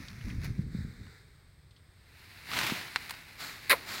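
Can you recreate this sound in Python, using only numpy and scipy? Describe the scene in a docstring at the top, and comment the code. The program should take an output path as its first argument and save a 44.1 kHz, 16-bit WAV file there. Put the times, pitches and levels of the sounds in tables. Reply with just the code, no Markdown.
"""A net snags in young grain

A nylon net rubs and flicks over the leaves while a puff of wind buffets the microphone.
After a lull an arm sweeps into the crop: leaves rustle, stalks snap, and the snagged net tears free
in one short loud rip. Rubbing and tearing are many tiny clicks over hiss; thumps are fading tones."""
import sys
import numpy as np
from scipy import signal
from scipy.fft import rfft, irfft, next_fast_len
from scipy.io import wavfile
from scipy.ndimage import map_coordinates

SR = 44100
rng = np.random.default_rng(int(sys.argv[2]) if len(sys.argv) > 2 else 0)


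def output_pcm(signal):
    """Save a mono or channel-first signal as 16-bit PCM at the path in sys.argv[1].

    Samples are clipped to [-1, 1] before scaling.
    """
    pcm = np.clip(np.atleast_2d(signal).T, -1, 1) * 32767
    wavfile.write(sys.argv[1], SR, np.round(pcm).astype(np.int16))


N = 176400  # 4 seconds
T = np.arange(N) / SR  # the time of each sample [s]


def amp(db):
    """Turn decibels into a number to multiply a sound by."""
    return 10 ** (np.asarray(db) / 20)


def unit(x):
    """Scale a sound so its average strength (rms) is 1."""
    return x / np.sqrt(np.mean(x ** 2) + 1e-20)


def level(rows, fade_db_per_s=300):
    """A loudness curve through (time [s], level [dB]) points, fading away outside them."""
    times, db = np.transpose(rows)
    seconds_outside = abs(T - np.clip(T, times[0], times[-1]))
    return amp(np.interp(T, times, db) - fade_db_per_s * seconds_outside)


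def stroke(start_s, rise_s, hold_s, fall_db_per_s, db):
    """The loudness of one movement: it swells, holds and dies away."""
    seconds_falling = np.maximum(T - start_s - rise_s - hold_s, 0)
    return np.clip((T - start_s) / rise_s, 0, 1) * amp(db - fall_db_per_s * seconds_falling)


def wobble(per_s):
    """A smooth curve through per_s random values each second."""
    return map_coordinates(rng.standard_normal(int(N * per_s / SR) + 4), [T * per_s])


def coloured(x, points):
    """Shape a sound's tone colour through (frequency [Hz], level [dB]) points."""
    size = 2 * next_fast_len(len(x) // 2 + 4096)
    octave = np.log2(np.fft.rfftfreq(size, 1 / SR) + 1)
    hz, db = np.transpose(points)
    knots = np.log2(hz)
    octaves_outside = abs(octave - np.clip(octave, knots[0], knots[-1]))
    gain = amp(np.interp(octave, knots, db) - 24 * octaves_outside)
    # these steps make the filter ring only after a click, never before it
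    cepstrum = irfft(np.log(np.maximum(gain, 1e-6)))
    cepstrum[1:size // 2] *= 2
    cepstrum[size // 2 + 1:] = 0
    response = np.exp(rfft(cepstrum))
    return irfft(rfft(x, size) * response, size)[:len(x)]


def noise(colour):
    """Smooth noise with the given tone colour."""
    return unit(coloured(rng.standard_normal(N), colour))


def crackle(colour, slips_per_s, spread_db, rub_db):
    """Tiny slips click, some louder than others, over the hiss of smooth rubbing."""
    sizes = amp(spread_db * np.minimum(rng.exponential(size=N), 4))
    slips = (rng.random(N) < slips_per_s / SR) * sizes * rng.choice([-1, 1], N)
    rubbing = amp(rub_db) * rng.standard_normal(N)
    return unit(coloured(unit(slips) + rubbing, colour))


def thump(start_s, db, hz, ring_s, rise_s):
    """A soft push that swings a few times, fading by 60 dB in ring_s seconds."""
    t = np.maximum(T - start_s, 0)
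    swing = np.sin(2 * np.pi * hz * t) * amp(-60 * t / ring_s) * (1 - np.exp(-t / rise_s))
    return amp(db) * swing / abs(swing).max()


def field():
    """A distant rumble lies under the faint hiss of still air."""
    # tone colours of the rumble and the air (frequency [Hz], level [dB])
    rumble_colour = [(25, -10), (45, -5), (80, 0), (150, -6), (190, -17), (280, -22), (400, -22),
                     (550, -29)]
    air_colour = [(300, -2), (800, -3), (1500, 0), (2100, 2), (2900, -9), (3700, -2), (5100, -5),
                  (5800, -16), (7500, -14), (8000, -9), (8400, -1), (9000, -17), (15800, -17)]
    rumble = amp(-59) * noise(rumble_colour)
    air = amp(-67.8 + .7 * wobble(5)) * noise(air_colour)
    return rumble + air


def wind():
    """Swirling air pushes on the microphone: an uneven rumble with a few stronger thumps."""
    # strength of the puff (time [s], relative level [dB])
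    puff_levels = [(0, -39), (.04, -48), (.2, -46), (.26, -39), (.45, -36), (.56, -38), (.66, -37),
                   (.72, -41), (.82, -37), (.92, -47), (1.02, -45), (1.1, -58), (1.25, -68)]
    # its deep tone colour (frequency [Hz], level [dB])
    puff_colour = [(20, -12), (45, -1), (90, 1), (140, 0), (210, -6), (300, -16), (420, -26), (600, -41)]
    # single pushes of air (time [s], peak level [dB], pitch [Hz])
    buffets = [(.245, -31, 70), (.382, -24, 100), (.503, -27, 90), (.591, -19.5, 140), (.748, -25, 185),
               (.786, -28, 140), (.848, -30, 130), (1.012, -38, 105)]
    swirl = unit(noise(puff_colour) * amp(2 * wobble(30)))
    puff = amp(-1) * level(puff_levels, fade_db_per_s=100) * swirl
    return puff + sum(thump(*buffet, ring_s=.03, rise_s=.005) for buffet in buffets)


def net():
    """The net drags over leaves, slides over hands and cloth, and is pulled twice through the crop."""
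    # loudness of the drag and the slide (time [s], relative level [dB])
    drag_levels = [(0.0, -51), (0.178, -56), (0.312, -51), (0.336, -56), (0.414, -55), (0.45, -47),
                   (0.524, -59), (0.62, -63)]
    slide_levels = [(.45, -75), (.55, -64), (.7, -63.5), (.75, -55), (.92, -60), (1.15, -59), (1.27, -68),
                    (1.45, -80)]
    # the two pulls (start [s], rise [s], hold [s], fall [dB/s], level [dB])
    pull_strokes = [(3.372, .04, .04, 95, -40), (3.855, .05, .04, 60, -38.3)]
    # tone colour of each kind of rubbing (frequency [Hz], level [dB])
    drag_colour = [(300, -10), (420, -7), (600, -10), (900, -10), (1400, -4), (1650, -1), (2200, 1),
                   (2500, -3), (3000, -17), (3700, -9), (4300, -8), (6000, -11), (8400, -26), (10200, -18),
                   (12500, -23), (15800, -23)]
    slide_colour = [(250, -16), (410, 2), (600, -12), (1000, -13), (1500, -1), (2050, 0), (2350, -5),
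                    (2700, -20), (3200, -24), (3700, -5), (4600, -8), (6000, -19), (7800, -16), (8400, -15),
                    (9200, -29), (11000, -22), (12300, -29), (14000, -22), (15800, -24)]
    pull_colour = [(120, -6), (220, -6), (350, -8), (500, -11), (700, -8), (1020, -7), (1300, -2),
                   (2000, -1), (3160, -9), (4280, -1), (5980, -14), (7010, -11), (8760, -18), (13900, -16),
                   (15800, -17)]
    drag = amp(-.5) * level(drag_levels) * crackle(drag_colour, slips_per_s=1200, spread_db=4, rub_db=0)
    slide = level(slide_levels) * crackle(slide_colour, slips_per_s=4000, spread_db=3, rub_db=2)
    pulling = sum(stroke(*pull) for pull in pull_strokes)
    pulls = pulling * crackle(pull_colour, slips_per_s=4000, spread_db=3, rub_db=1)
    return (drag + slide + pulls) * amp(.7 * wobble(35))


def flicks():
    """Tight strands scrape over leaves, each a short hiss around one pitch."""
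    # flicking strands (time [s], level [dB], pitch [Hz], time to fade by 60 dB [s])
    strands = [(.0825, -41, 4000, .02), (.208, -48, 2200, .07), (.299, -44, 2150, .07),
               (1.708, -61.5, 3600, .07), (1.762, -59.5, 3500, .08)]
    out = np.zeros(N)
    for start_s, db, hz, fade_s in strands:
        band = signal.iirpeak(hz, Q=2, fs=SR)
        hiss = signal.lfilter(*band, rng.standard_normal(N))
        scrape = unit(signal.lfilter(*band, hiss))  # filtering twice narrows the band
        out += stroke(start_s, rise_s=.002, hold_s=0, fall_db_per_s=60 / fade_s, db=db) * scrape
    return out


def leaves():
    """Leaves rub and tick against each other; the sweep of the arm makes a fuller, rougher rustle."""
    # leaves stirred by arm and net (time [s], level [dB])
    stir_levels = [(1.9, -76), (2.1, -64), (2.2, -56), (2.32, -54.5), (2.45, -51), (2.5, -43), (2.76, -42),
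                   (2.84, -44.5), (2.92, -48.5), (3.02, -46.5), (3.13, -48.5), (3.25, -53), (3.36, -54),
                   (3.5, -52), (3.6, -52), (3.66, -48), (3.78, -45), (3.84, -48), (4.0, -49)]
    # tone colours of the stirring and the sweep (frequency [Hz], level [dB])
    stir_colour = [(120, -4), (200, -4), (300, -7), (420, -11), (560, -13), (700, -9), (958, -7),
                   (1210, -7), (1680, -2), (2090, 1), (2700, -4), (3250, -11), (3860, -5), (4480, -6),
                   (6000, -17), (9000, -19), (10100, -18), (15800, -19)]
    sweep_colour = [(29, -43), (50, -13), (91, -2), (378, -6), (470, -12), (627, -5), (690, -7), (922, -3),
                    (1350, -5), (2090, 0), (4200, -8), (8650, -19), (15800, -20)]
    stirring = level(stir_levels) * amp(.6 * wobble(40))
    stir = stirring * crackle(stir_colour, slips_per_s=3000, spread_db=3, rub_db=1)
    arm = stroke(start_s=2.485, rise_s=.085, hold_s=.11, fall_db_per_s=95, db=-33)
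    sweep = arm * amp(.9 * wobble(70)) * crackle(sweep_colour, slips_per_s=3000, spread_db=3, rub_db=0)
    return stir + sweep


def knocks():
    """The hand lands and the stems spring back with dull knocks."""
    # blows on ground and stems (time [s], relative peak [dB], pitch [Hz], time to fade by 60 dB [s])
    blows = [(2.7203, -20.5, 200, .012), (3.7325, -26, 550, .025), (3.747, -41, 680, .08)]
    thumps = sum(thump(*blow, rise_s=.002) for blow in blows)
    return coloured(thumps, [(60, -14), (200, 0), (3000, 0)])  # thin out the deep bass


def snaps():
    """Stalks and mesh snap: one sharp break, then a short splintering as the fibres give way."""
    # the breaks (time [s], peak level [dB], treble limit [Hz], relative splintering level [dB])
    breaks = [(.4455, -28, 14000, -15), (.455, -31, 13000, -18), (1.067, -48, 2500, -8),
              (2.516, -25, 5000, -10), (2.534, -25, 5000, -4), (2.541, -26, 5000, -4),
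              (2.567, -21, 4000, -11), (2.589, -12.5, 9000, -13), (2.614, -20, 4000, -9),
              (2.633, -18, 6000, -15), (2.667, -19, 13000, -12), (2.699, -24, 4000, -8),
              (2.8815, -33, 4000, -12), (2.9603, -10, 3900, -16.5), (3.0955, -27, 12000, -6),
              (3.108, -22, 13000, -8), (3.139, -33, 6000, -12), (3.7285, -14, 2500, -9),
              (3.9815, -26, 5000, -18)]
    # tone colour of a snap (frequency [Hz], level [dB])
    snap_colour = [(150, -22), (500, -18), (950, -2), (1400, -1), (2000, 0), (3000, -6), (4200, 0),
                   (6000, -11), (9000, -10), (15800, -5)]
    splinter_fade_s = .035
    out, t = np.zeros(N + SR), T[:SR // 16]
    for start_s, db, treble_hz, splinter_db in breaks:
        force = amp(splinter_db - 60 * t / splinter_fade_s) * rng.standard_normal(len(t)) / 2
        force[0] = 1  # the break itself
        soften = signal.butter(2, treble_hz, fs=SR)
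        click = signal.lfilter(*soften, coloured(force, snap_colour))
        out[round(start_s * SR):][:len(t)] += amp(db) * click / abs(click).max()
    return out[:N]


def rip():
    """The net tears through stems in a rush of tiny breaks, then the freed net shakes and strums low."""
    # tone colours of the rip's high, middle and low parts and the net's shaking (frequency [Hz], level [dB])
    hiss_colour = [(3000, -20), (4200, -3), (6000, -15), (9000, -10), (9900, -1), (11000, 1), (12100, -13),
                   (13700, 1), (15800, -9)]
    body_colour = [(900, -30), (1350, -11), (1620, -2), (1780, -5), (2020, 1), (2450, -5), (2900, -13),
                   (3600, -15), (4000, -8), (4600, -13), (5800, -30), (8000, -50)]
    crunch_colour = [(110, -30), (200, -10), (400, -6), (550, 0), (760, -9), (1000, 3), (1300, -5),
                     (2000, -30)]
    shake_colour = [(90, -6), (220, -1), (380, 0), (600, -2), (1100, -4)]
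    shake = stroke(start_s=3.74, rise_s=.01, hold_s=.03, fall_db_per_s=45, db=-54) * noise(shake_colour)
    # the lower parts swell more slowly, so the rip starts bright and darkens
    hiss = stroke(start_s=3.6958, rise_s=.001, hold_s=.022, fall_db_per_s=60 / .085, db=-26.5)
    body = stroke(start_s=3.695, rise_s=.007, hold_s=.014, fall_db_per_s=800, db=-18)
    crunch = stroke(start_s=3.694, rise_s=.015, hold_s=.027, fall_db_per_s=1000, db=-28)
    tear = np.zeros(N)
    for loudness, colour in [(hiss, hiss_colour), (body, body_colour), (crunch, crunch_colour)]:
        tear += loudness * crackle(colour, slips_per_s=1800, spread_db=1.5, rub_db=-6)
    return tear + shake


def scene():
    """All the sounds add up at one microphone in the open."""
    return (field() + wind() + net() + flicks() + leaves() + knocks() + snaps() + rip())[None]


def record(dry):
    """The very highest treble is cut away."""
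    top_hz = 15900
    size = next_fast_len(N + SR // 2)
    kept = np.fft.rfftfreq(size, 1 / SR) < top_hz
    return irfft(rfft(dry, size) * kept, size)[:, :N]


dry = scene()
out = record(dry)
output_pcm(out)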